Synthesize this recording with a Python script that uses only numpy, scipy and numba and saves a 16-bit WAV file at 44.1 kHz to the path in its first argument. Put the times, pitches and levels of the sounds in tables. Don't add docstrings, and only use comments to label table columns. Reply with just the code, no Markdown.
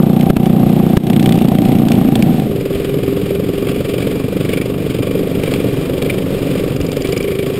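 import sys
import numpy as np
from scipy import signal
from scipy.fft import rfft, irfft
from scipy.io import wavfile
from scipy.ndimage import uniform_filter1d
from numba import njit

SR = 44100
rng = np.random.default_rng(int(sys.argv[2]) if len(sys.argv) > 2 else 0)


def master(y):
    cut = np.clip(np.atleast_2d(y).T, -1, 1)
    pcm = np.round(cut * 32767)
    wavfile.write(sys.argv[1], SR, pcm.astype(np.int16))


N = 334719
T = np.arange(N) / SR
DISSOLVE_S = (2.19, 2.63)


# (time [s], firing rate [Hz])
LEAD_RATE = [(0.0, 29.97), (0.64, 30.1), (1.07, 29.16), (1.21, 29.32), (2.21, 27.33), (2.33, 26.52),
             (2.61, 26.34)]
# (time [s], level [dB], echo [share of pulse])
LEAD_LEVEL_ECHO = [(0, -3, 0.46), (.95, -9, 0.67), (1.45, -7.5, 0.089), (2.2, -9.5, 0.16)]
# (frequency [Hz], gain [dB])
LEAD_EXHAUST = [(30, -48), (80, -18), (130, -5), (190, -3), (240, 1), (290, -13.5), (360, -11),
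                (440, -29.5), (600, -20.5), (790, -22.5), (900, -46.5), (1300, -46.5)]

def lead_bike():
    times = firings(LEAD_RATE)
    bangs = pulses(np.abs(times - .0012), scatter_db=1, jitter_s=.0001)
    echo = curve(LEAD_LEVEL_ECHO, column=2) * later(bangs, .00576)
    exhaust = unit(colour(bangs + echo, LEAD_EXHAUST))
    gulps = pulses(times + .018, scatter_db=2.5, jitter_s=.0002)
    intake = undb(-12.5) * unit(ring(gulps, [(290, 25, 3), (365, 17, -3.5)]))
    flow = bangs + .87 * gulps + .16 * bursts(bangs, .019)
    silencer = undb(-18) * unit(ring(flow, [(767, 33, 19), (720, 34, 10), (519, 120, -12.5)]))
    gas = undb(-17) * unit(colour(bursts(bangs, .012), LEAD_EXHAUST))
    taps = pulses(times - .008, scatter_db=.5, jitter_s=.0024)
    valves = undb(-28.5) * unit(colour(bursts(taps, .017, rise_s=.0012), METAL_SPECTRUM))
    return undb(curve(LEAD_LEVEL_ECHO)) * (exhaust + intake + silencer + gas + valves)


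# (time [s], firing rate [Hz])
OWN_RATE = [(2.283, 22.5), (2.59, 20.62), (3.2, 22.14), (3.45, 21.77), (4.07, 22.96), (4.35, 24.03),
            (4.96, 24.23), (5.2, 24.87), (5.77, 23.55), (6.14, 24.9), (6.48, 23.73), (6.98, 24.47),
            (7.32, 27.18), (7.61, 27.4)]
# (frequency [Hz], gain [dB])
OWN_EXHAUST = [(30, -31), (80, -7.5), (150, 6), (220, -5), (290, -1), (380, 1.5), (500, 2.5), (590, -1),
               (720, -36.5), (950, -49.5)]
# (frequency [Hz], width [Hz], gain [dB])
FRAME_MODES = [(392.4, 16.7, 1), (286, 46, -20), (1137, 96, -25), (2395, 10.5, -18)]
# (frequency [Hz], gain [dB])
RATTLE_SPECTRUM = [(300, -18.5), (700, 7), (950, -28), (1140, 1.5), (1350, -2.5), (1900, -5.5), (2350, 2),
                   (2700, 0.5), (3300, 1), (4200, -12), (4950, -4.5), (5700, -22.5)]
# (frequency [Hz], width [Hz], gain [dB])
PLATE_MODES = [(2314, 130, 16), (2580, 44, -26), (2820, 480, 1)]
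# (centre [s], half length [s], plate buzz [dB], rattle change [dB])
SHAKE_SPELLS = [(3.95, 0.23, -39, 3), (4.54, 0.076, -26, 2), (5.05, .1, -40, .5), (5.48, .08, -35.5, -1.5),
                (6.084, .08, -32, 0.5), (7.193, 0.26, -29.5, -1.5)]

def own_bike():
    times = firings(OWN_RATE)
    bangs = pulses(times + .0008, scatter_db=1.3, jitter_s=.00007)
    gas = undb(-13) * unit(colour(bursts(pulses(times - .003), .006), OWN_EXHAUST))
    valve_opening = .43 * later(bangs, -.0024)
    thud = unit(colour(bangs + valve_opening, OWN_EXHAUST)) + gas
    frame = unit(ring(bangs + .056 * bursts(bangs, .039), FRAME_MODES))
    parts = bursts(pulses(times - .0045, scatter_db=1.2, jitter_s=.0012), .008, rise_s=.004)
    valves = bursts(pulses(times + .024, scatter_db=4.5, jitter_s=.0065), .015, rise_s=.0026)
    rattle = unit(colour(parts + .28 * valves, RATTLE_SPECTRUM))
    plate_hits = pulses(times - .005, scatter_db=4)
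    buzz = unit(ring(bursts(plate_hits, .0085, rise_s=.0018), PLATE_MODES))
    surge_crest_s, surge_period_s = 5.53, .521
    load = np.cos(2 * np.pi * (T - surge_crest_s) / surge_period_s) * (T > 3.8) * (T < 7.1)
    throttle_pull_db = 2 * swell(7.27, .24)
    throttle_off = ease(7.48, db_per_s=90)
    shake_db = sum(db * swell(s, half_s) for s, half_s, _, db in SHAKE_SPELLS)
    buzz_gain = sum(undb(db) * swell(s, half_s) for s, half_s, db, _ in SHAKE_SPELLS)
    return (thud * undb(-20.5 + 1.5 * load + throttle_pull_db) * throttle_off
            + frame * undb(-25 + .2 * load)
            + rattle * undb(-34 + 2 * load + shake_db)
            + buzz * buzz_gain)


# (order [x firing rate], level at resonance [dB])
FRAME_HARMONICS = [(14, -20), (15, -26), (16, -30), (18, -22.5), (19, -23)]

def frame_drone():
    resonance_hz, width_hz = 397, 26
    firing_hz = curve(OWN_RATE) * (1 + .002 * walk(11.58))
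    phase = 2 * np.pi * np.cumsum(firing_hz) / SR
    tone = 0
    for order, db in FRAME_HARMONICS:
        detuning = 2 * (order * firing_hz - resonance_hz) / width_hz
        tone += undb(db) * np.sin(order * phase) / (1 + detuning ** 2)
    return np.sqrt(2) * tone * undb(walk(8.5))


# (time [s], firing rate [Hz])
SECOND_RATE = [(1.003, 31.24), (1.27, 31.48), (1.54, 29.99), (1.81, 30.03), (2.61, 28.01)]

def second_bike():
    start_s, open_s = .94, 1.11
    times = firings(SECOND_RATE)
    bangs = pulses(times + .00098, scatter_db=2.5, jitter_s=.00064)
    gas = undb(-6) * unit(colour(bursts(bangs, .014), LEAD_EXHAUST))
    exhaust = undb(-11) * ease(open_s, db_per_s=4) * (unit(colour(bangs, LEAD_EXHAUST)) + gas)
    strikes = pulses(times, db=-8, scatter_db=2) * ease(open_s, db_per_s=17.5)
    chatter = colour(bursts(strikes, .0034, rise_s=.00091), METAL_SPECTRUM)
    return ramp(start_s, open_s) ** 2 * (exhaust + chatter)


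# (time [s], relative level [dB])
JOLTS = [(0.3014, 9), (.365, 6), (.970, 8), (2.086, -13), (5.478, -19)]
# (frequency [Hz], gain [dB])
KNOCK_SPECTRUM = [(20, -12), (70, -3.5), (200, 8.5), (500, -12.5), (900, -22), (3000, -29.5), (6000, -41)]

def bumps():
    times, db = np.transpose(JOLTS)
    jolts = pulses(times, db) + pulses(times + .00304, db + 8)
    knock = undb(32) * colour(jolts, KNOCK_SPECTRUM)
    return knock + undb(9) * colour(bursts(jolts, .0031), KNOCK_SPECTRUM)


# (time [s], relative level [dB])
METAL_STRIKES = [(0.2085, -8), (0.4559, -12), (1.483, -8), (1.883, -9.5), (1.917, -6), (2.153, -6),
                 (2.2222, -8.5), (2.3962, -16), (5.4342, -11), (5.5367, -10.5), (6.0222, -11), (6.916, -14),
                 (6.966, -15)]
# (frequency [Hz], gain [dB])
METAL_SPECTRUM = [(200, -38), (750, 8), (1150, -3), (1600, 0), (2350, 7), (2800, 7), (3400, 7),
                  (4300, -1.5), (5000, -4), (5800, -6)]
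# (time [s], tick rate [Hz])
TICK_RATE = [(6.7605, 19.35), (7.25, 19.3)]

def clacks():
    times, db = np.transpose(METAL_STRIKES)
    strikes = colour(bursts(pulses(times + .001, db), .002, rise_s=.0007), METAL_SPECTRUM)
    ticks = bursts(pulses(firings(TICK_RATE), scatter_db=1.5), .002, rise_s=.0008)
    return undb(1) * strikes + undb(-2.5) * ring(ticks, [(4850, 240, 1.8), (2930, 300, .21)])


# (start firing rate [Hz], end firing rate [Hz], relative level [dB])
PACK_ENGINES = [(17.596, 21.4, -4.5), (24.19, 30.5, -11.5), (27.93, 23.1, -2), (33.04, 32, -12)]
# (frequency [Hz], gain [dB])
PACK_EXHAUST = [(30, -21), (70, -10), (115, -1), (165, -1), (220, -4), (268, -1.5), (330, -7), (480, -14),
                (600, -19), (850, -33)]
# (time [s], level [dB])
PACK_NEARNESS = [(2.2, -16), (2.6, -19), (6.85, -18.5), (7.25, -24.5)]

def pack():
    bangs = 0
    for start_hz, end_hz, db in PACK_ENGINES:
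        firing_hz = np.linspace(start_hz, end_hz, N) * (1 + .008 * walk(1.2))
        times = firings(np.column_stack([T, firing_hz])) + rng.random() / start_hz
        bangs += pulses(times, db, scatter_db=1.8, jitter_s=.0001)
    arrivals = bangs + .5 * later(bangs, .0066) + .5 * later(bangs, .0107) + .3 * later(bangs, .0152)
    gas = undb(-6) * unit(colour(bursts(arrivals, .008), PACK_EXHAUST))
    return undb(curve(PACK_NEARNESS)) * (unit(colour(arrivals, PACK_EXHAUST)) + gas)


def lorry(passing):
    tyre_spectrum = [(100, -9), (350, -.5), (560, 4.5), (750, -11), (1200, -18)]
    tyres = unit(colour(rng.standard_normal(N), tyre_spectrum))
    wake = unit(ring(rng.standard_normal(N), [(55, 40, 0)]))
    return undb(-29.5) * tyres * passing + undb(-22) * wake * swell(6.8, .039)


# (frequency [Hz], gain [dB])
ROAR_SPECTRUM = [(20, -1), (60, 1), (150, -2), (350, -12), (750, -15), (950, -22), (1600, -19), (2800, -17),
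                 (3800, -21), (5500, -30)]

def road_roar(lorry_passing):
    ride_db = np.interp(T, DISSOLVE_S, [-29, -32])
    roar = unit(colour(rng.standard_normal(N), ROAR_SPECTRUM))
    return roar * undb(ride_db + 3 * lorry_passing + 2 * walk(12))


def firings(speed):
    times, hz = np.transpose(speed)
    t = np.arange(times[0], times[-1], 1 / SR)
    cycles = np.cumsum(np.interp(t, times, hz)) / SR
    return np.interp(np.arange(int(cycles[-1]) + 1), cycles, t)


def pulses(times, db=0, scatter_db=0, jitter_s=0):
    chance = rng.standard_normal((len(times), 2))
    at = np.round((times + jitter_s * chance[:, 0]) * SR).astype(int)
    inside = (at >= 0) & (at < N)
    return np.bincount(at[inside], undb(db + scatter_db * chance[:, 1])[inside], N)


def bursts(train, decay_s, rise_s=.00017):
    envelope = signal.lfilter([1], [1, -np.exp(-1 / (decay_s * SR))], train)
    rise = 1 - np.exp(-1 / (rise_s * SR))
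    return signal.lfilter([rise], [1, rise - 1], envelope) * rng.standard_normal(N)


def colour(x, points):
    hz, db = np.transpose(points)
    size = 8192
    f = np.arange(size // 2 + 1) * SR / size + 1
    gain_db = np.interp(np.log(f), np.log(hz), db) - 18 * np.log2(np.maximum(f / hz[-1], 1))
    cepstrum = irfft(np.log(undb(gain_db)))[:size // 2]
    cepstrum[1:] *= 2
    response = irfft(np.exp(rfft(cepstrum, size)))
    return signal.fftconvolve(x, response)[:N]


def ring(x, modes):
    out = 0
    for hz, width_hz, db in modes:
        skirts = signal.butter(2, [hz / 2, min(hz * 2, SR / 3)], "band", fs=SR, output="sos")
        resonance = signal.lfilter(*signal.iirpeak(hz, hz / width_hz, fs=SR), x)
        out += undb(db) * signal.sosfilt(skirts, resonance)
    return out


def lowpass(x, hz):
    return signal.sosfilt(signal.ellip(8, .2, 70, hz, fs=SR, output="sos"), x)


def later(x, delay_s):
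    return np.interp(T - delay_s, T, x, left=0)


def undb(db):
    return 10 ** (np.asarray(db) / 20)


def unit(x):
    power = uniform_filter1d(x ** 2, SR // 10)
    return x / np.sqrt(power[power > power.max() / 1000].mean())


def curve(table, column=1):
    rows = np.array(table)
    return np.interp(T, rows[:, 0], rows[:, column])


def walk(rate_hz):
    knots = rng.standard_normal(1000)
    return np.interp(T * rate_hz, np.arange(len(knots)), knots)


def ramp(start_s, end_s):
    return np.clip((T - start_s) / (end_s - start_s), 0, 1)


def swell(centre_s, half_length_s):
    return np.exp(-((T - centre_s) / half_length_s) ** 2)


def ease(from_s, db_per_s):
    return undb(-db_per_s * np.maximum(T - from_s, 0))


@njit
def follow(x, attack_s, release_s):
    out, peak = np.empty(len(x)), 0.
    for i in range(len(x)):
        lag_s = attack_s if abs(x[i]) > peak else release_s
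        peak += (abs(x[i]) - peak) / (lag_s * SR)
        out[i] = peak
    return out


def scene():
    dissolve = ramp(*DISSOLVE_S)
    lorry_passing = swell(6.04, .99)
    near_bikes = (1 - dissolve) * (lead_bike() + second_bike()) + dissolve * (own_bike() + frame_drone())
    return (near_bikes + pack() + clacks() + bumps() + road_roar(lorry_passing) + lorry(lorry_passing))[None]


def record(dry):
    threshold, ceiling, hold_hz = .89, .97, 12000
    peak = follow(dry[0], attack_s=.00097, release_s=.075)
    ducked = dry[0] / np.maximum(peak / threshold, 1)
    rounded = ducked / (1 + (ducked / ceiling) ** 6) ** (1 / 6)
    samples = signal.resample(lowpass(rounded, hz=5700), round(N * hold_hz / SR))
    held = signal.resample(np.repeat(samples, 8), N)
    return lowpass(held, hz=15500)[None]


dry = scene()
out = record(dry)
master(out)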